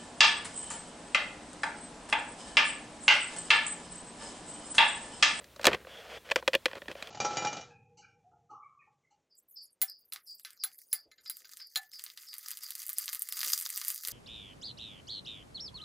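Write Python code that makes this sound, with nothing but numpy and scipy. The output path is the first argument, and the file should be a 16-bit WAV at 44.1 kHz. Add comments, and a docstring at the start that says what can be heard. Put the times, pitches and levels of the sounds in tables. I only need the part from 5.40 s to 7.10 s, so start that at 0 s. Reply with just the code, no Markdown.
"""Sharp, dry snaps and a soft rasp: a stick pushed through slits in folded birch bark, close up, outdoors.
The bark crumples under the fingers. The stick catches and snaps free; each snap rattles stick and bark
for a few milliseconds and rings the hollow fold. Fibres tick as they break; the freed stick knocks the wall.
Between snaps it slides with a grainy rasp and sings thinly, over faint forest air."""
import sys
import numpy as np
from scipy import signal
from scipy.fft import rfft, irfft
from scipy.io import wavfile

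SR = 44100
rng = np.random.default_rng(int(sys.argv[2]) if len(sys.argv) > 2 else 0)


def inscribe(sig):
    """Save sig as 16-bit PCM at rate SR to the path in sys.argv[1].

    A 1-D sig is mono; a 2-D sig holds one channel per row.
    Samples are clipped to [-1, 1] before scaling.
    """
    pcm = np.round(np.clip(np.atleast_2d(sig).T, -1, 1) * 32767)
    wavfile.write(sys.argv[1], SR, pcm.astype(np.int16))


N = 74970
AGE_S = np.arange(6000) / SR  # time axis of one short event

# modes of the hollow fold: pitch_ratio, gain_db, t60_s
FOLD_MODES = [(.68, -9.5, 0.031), (1, 1.5, 0.044), (1.15, -6.5, 0.04)]
FOLD_RISE_S = 0.0026


def undb(db):
    """Decibels to gain."""
    return 10 ** (np.asarray(db) / 20)


def unit(x):
    """Scale to rms 1."""
    return x / np.sqrt(np.mean(x ** 2))


def burst(x, level_db, window_s=0.008):
    """Scale x to the energy of window_s at level_db."""
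    return x * undb(level_db) * np.sqrt(window_s * SR / np.sum(x ** 2))


def colour(x, spectrum, size=4096):
    """Minimum-phase filter through points of freq_hz, gain_db."""
    freq_hz, gain_db = np.array(spectrum, float).T
    bins_hz = np.maximum(np.fft.rfftfreq(size, 1 / SR), 1)
    gain = undb(np.interp(np.log(bins_hz), np.log(freq_hz), gain_db))
    cepstrum = irfft(np.log(gain))
    cepstrum[1:size // 2] *= 2
    cepstrum[size // 2 + 1:] = 0
    impulse = irfft(np.exp(rfft(cepstrum)))
    return signal.fftconvolve(x, impulse)[:len(x)]


def add(out, start_s, x):
    """Mix x in at start_s."""
    i = max(int(start_s * SR), 0)
    out[i:i + len(x)] += x[:max(N - i, 0)]


def resonance(centre_hz, width_hz):
    """Noise in one narrow resonance, rms 1."""
    bins_hz = np.fft.rfftfreq(N, 1 / SR)
    rolloff = 1 + (2 * (bins_hz - centre_hz) / width_hz) ** 2
    return unit(irfft(rfft(rng.standard_normal(N)) / rolloff, N))


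def envelope(strokes, edge_s=0.005):
    """Gain of a series of soft-edged strokes."""
    t = np.arange(N) / SR
    gain = np.zeros(N)
    for start_s, end_s, start_db, end_db in strokes:
        gate = (np.tanh((t - start_s) / edge_s) - np.tanh((t - end_s) / edge_s)) / 2
        gain += gate * undb(np.interp(t, [start_s, end_s], [start_db, end_db]))
    return gain


def friction(strokes, spectrum, slips_per_s, scatter_db):
    """Tiny slips of uneven size excite the bark during each stroke."""
    size_db = scatter_db * np.minimum(rng.exponential(size=N), 5)
    slipping = rng.random(N) < slips_per_s / SR
    slips = slipping * rng.choice([-1, 1], N) * undb(size_db)
    return envelope(strokes) * unit(colour(slips, spectrum))


def ring(modes, rise_s, pitch=1, detune=0.01):
    """Damped modes, frequencies times pitch; they swell briefly, detuned at random per strike."""
    out = 0
    for freq, gain_db, t60_s in modes:
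        freq_hz = freq * pitch * (1 + detune * rng.standard_normal())
        tone = np.sin(2 * np.pi * (freq_hz * AGE_S + rng.random()))
        out += undb(gain_db) * tone * np.exp(-np.log(1000) * AGE_S / t60_s)
    return out * (1 - np.exp(-(AGE_S / rise_s) ** 2))


def forest():
    """Faint outdoor air with a low, wavering hum."""
    # outdoor air: freq_hz, gain_db
    air_spectrum = [(15, -76), (25, -9), (200, -11.5), (354, -14), (560, -12), (754, -18.5), (4030, -22),
                    (4610, -26.5), (13200, -31), (16000, -31)]
    air = undb(-59) * unit(colour(rng.standard_normal(N), air_spectrum))
    hum = undb(-66) * resonance(centre_hz=64.6, width_hz=12)
    return air + hum


def crumple():
    """Bark crumples under the fingers."""
    # finger presses: start_s, end_s, start_db, end_db
    presses = [(0.0, 0.03, -53.5, -56), (0.2, 0.243, -48.5, -46), (0.273, 0.294, -22, -28),
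               (0.294, 0.328, -38.5, -34.5), (0.335, 0.356, -32.5, -33), (0.356, 0.43, -53.5, -56),
               (1.35, 1.386, -48, -42.5), (1.49, 1.53, -42, -49.5)]
    # crumpling bark: freq_hz, gain_db
    bark_spectrum = [(24, -43), (45, -7.5), (330, -2), (516, 4.5), (831, -9.5), (1850, -5.5), (2770, -9.5),
                     (16000, -47)]
    return friction(presses, bark_spectrum, slips_per_s=1500, scatter_db=1)


def rattle(spectrum, hold_s, fall_s=0.0017, tail_db=-21.5, tail_fall_s=0.016):
    """Dense contact chatter: short hold, quick fall, faint scatter from the surroundings."""
    contact = np.exp(-np.maximum(AGE_S - hold_s, 0) / fall_s)
    tail = undb(tail_db) * np.exp(-AGE_S / tail_fall_s)
    return colour((contact + tail) * rng.standard_normal(len(AGE_S)), spectrum)


def snaps():
    """The stick slips free: the contact rattles; stick and hollow fold ring."""
    # snaps, levels before layer offsets: start_s, crack_db, fold_db, slap_db, splinter_db, stick_ring_hz
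    releases = [(0.0421, -43.5, -64, -66, -51.5, 2700), (.1615, -51, -51, -53, -49, 1100),
                (0.1947, -45, -40, -42, -55, 840), (.2132, -46, -49, -52, -44.5, 1950),
                (0.2308, -38, -67, -57, -43, 2550), (0.2432, -22, -33, -29.5, -26, 1560),
                (.2537, -11, -24.5, -22, -20.5, 2550), (.2688, -8.5, -24, -18, -20.5, 3847),
                (0.2793, -16, -25.5, -28.5, -37, 3030), (0.3167, -29, -47, -36, -60, 1960),
                (0.3309, -18.5, -37, -36, -42, 2620), (.3458, -24, -39, -35.5, -45, 2560),
                (0.4482, -51, -48, -48.5, -79, 1140), (0.4697, -42, -43.5, -48, -78, 890),
                (0.8901, -38, -50, -64, -64, 1730), (0.9, -30, -43.5, -50, -52, 2320),
                (.9116, -25, -34, -39.5, -40, 1750), (.9155, -15, -30.5, -28.5, -35.5, 2523),
                (0.9588, -12.5, -24, -24.5, -27.5, 2520), (1.0257, -42.5, -44.5, -41, -62, 1055),
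                (1.0775, -12, -21.5, -24.5, -27.5, 2040), (1.1327, -20, -33, -40, -37.5, 1940),
                (1.1399, -15.5, -28.5, -33, -39, 2560), (1.15, -11.5, -23, -33.5, -33, 2880),
                (1.2569, -10.5, -26, -30, -29, 2020), (1.2821, -35, -49.5, -46, -67, 1700),
                (1.3135, -36, -51, -48, -66, 1790), (1.3319, -32.5, -43.5, -44, -76, 1730),
                (1.353, -37, -44.5, -41.5, -52.5, 1110), (1.419, -35.5, -45.5, -47, -73, 1770),
                (1.457, -45, -52, -59, -70, 970), (1.482, -29, -49.5, -45.5, -49, 1850),
                (1.514, -33.5, -52, -45, -50.5, 2550), (1.5525, -39.5, -41, -52, -71, 2496),
                (1.6246, -28, -44.5, -42.5, -43, 4006), (1.672, -36, -68, -78, -50.5, 3230)]
    # fold tuned by the grip: time_s, pitch_hz
    fold_tuning = [(0.254, 577), (0.27, 507), (.915, 560), (0.96, 525), (1.08, 524), (1.15, 546),
                   (1.26, 511), (1.42, 572)]
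    # modes of the stick held in the bark: freq_hz, gain_db, t60_s
    stick_modes = [(1170, -12.5, 0.01), (1755, 1.5, 0.023), (1953, 0.5, 0.027), (2437, 3, 0.031),
                   (2641, 3, 0.02), (3140, -5.5, 0.011), (4230, -7, 0.022)]
    # contact crack, bark slap, bright splinter: freq_hz, gain_db
    crack_spectrum = [(700, -61), (1400, -9.5), (1750, 1), (2230, -7), (2500, -3), (3350, 0.5), (3650, -8),
                      (3900, -8), (5200, -13), (7000, -31.5), (16000, -52.5)]
    slap_spectrum = [(40, -32), (120, -17), (300, -4), (450, -22), (750, -1.5), (1100, 2), (1450, -5),
                     (2000, -8), (4000, -68)]
    splinter_spectrum = [(2000, -30), (3900, 4), (5300, -1), (7000, -5.5), (8000, -5.5), (10500, -16.5),
                         (14000, -14), (17000, -31)]
    out = np.zeros(N)
    for start_s, crack_db, fold_db, slap_db, splinter_db, stick_ring_hz in releases:
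        fold_hz = np.interp(start_s, *np.array(fold_tuning).T)
        hold_s = np.interp(crack_db, [-31.5, -12], [0.0018, 0.0044])  # harder snaps chatter longer
        crack = burst(rattle(crack_spectrum, hold_s), crack_db - 14)
        slap = burst(rattle(slap_spectrum, hold_s), slap_db - 3)
        splinter = burst(rattle(splinter_spectrum, hold_s=0.0012, fall_s=0.0032), splinter_db - 4)
        stick = burst(ring(stick_modes, rise_s=0.00023), crack_db - 15)
        # the stick's strongest ring in each snap
        stick_ring = burst(ring([(stick_ring_hz, 0, 0.016)], rise_s=0.00034), crack_db - 15.5)
        fold = burst(ring(FOLD_MODES, FOLD_RISE_S, fold_hz), fold_db - 1.5)
        add(out, start_s, crack + slap + splinter + stick + stick_ring + fold)
    return out


def fibre_breaks(fall_s=0.00007):
    """Fibres part with a hard, bright tick as the tip goes through."""
    # breaking fibres: start_s, level_db, pitch_hz
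    ticks = [(.2688, -24, 5000), (1.1516, -38.5, 12000), (1.257, -43, 9000)]
    out = np.zeros(N)
    for start_s, level_db, pitch_hz in ticks:
        tick = np.exp(-AGE_S / fall_s) * np.cos(2 * np.pi * pitch_hz * AGE_S)
        add(out, start_s, burst(tick, level_db))
    return out


def knocks(thump_s=0.2735, thump_db=-23.5, thump_hz=596):
    """The freed stick knocks the bark wall; after the first breakthrough it thumps the whole fold."""
    # hits on the wall: start_s, level_db
    hits = [(.275, -32.5), (1.151, -36), (1.2558, -37), (1.483, -44.5)]
    # modes of the bark wall: freq_hz, gain_db, t60_s
    wall_modes = [(246, -6.5, 0.021), (335, -7, 0.033)]
    out = np.zeros(N)
    for start_s, level_db in hits:
        add(out, start_s, burst(ring(wall_modes, rise_s=0.0023), level_db))
    add(out, thump_s, burst(ring(FOLD_MODES, FOLD_RISE_S, thump_hz), thump_db))
    return out


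def slide():
    """The sliding stick rasps on the bark and at times sings thinly."""
    # rasping and singing strokes: start_s, end_s, start_db, end_db
    rasp_strokes = [(0.475, 0.615, -52.5, -49.5), (0.615, 0.70, -52.5, -49.5), (0.70, 0.782, -45.5, -45),
                    (0.85, 0.91, -51.5, -54), (0.968, 1.003, -40.5, -46.5), (1.28, 1.385, -54, -60),
                    (1.485, 1.53, -72, -47), (1.565, 1.70, -50, -49.5)]
    sing_strokes = [(0.5, 0.62, -56.5, -56.5), (0.62, 0.79, -72, -57)]
    # stick rubbing bark: freq_hz, gain_db
    rasp_spectrum = [(120, -28), (330, -22.5), (473, -4), (749, -8), (821, -14), (1250, -13.5),
                     (1530, -11.5), (2210, -15), (3370, -12), (3760, -24), (4600, -21), (14900, -46.5)]
    rasp = friction(rasp_strokes, rasp_spectrum, slips_per_s=6000, scatter_db=1.5)
    singing = envelope(sing_strokes) * resonance(centre_hz=3370, width_hz=360)
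    return rasp + singing


def scene():
    """All sources, centred in stereo."""
    mono = slide() + crumple() + snaps() + fibre_breaks() + knocks() + forest()
    return np.array([mono, mono])


def record(dry, low_cut_hz=62, hiss_db=-74.5, high_cut_hz=16000):
    """Low cut, independent hiss per channel, high cut."""
    highpass = signal.butter(2, low_cut_hz, "high", fs=SR, output="sos")
    lowpass = signal.ellip(8, 0.2, 70, high_cut_hz, fs=SR, output="sos")
    hiss = undb(hiss_db) * rng.standard_normal(dry.shape)
    return signal.sosfilt(lowpass, signal.sosfilt(highpass, dry) + hiss)


dry = scene()
out = record(dry)
inscribe(out)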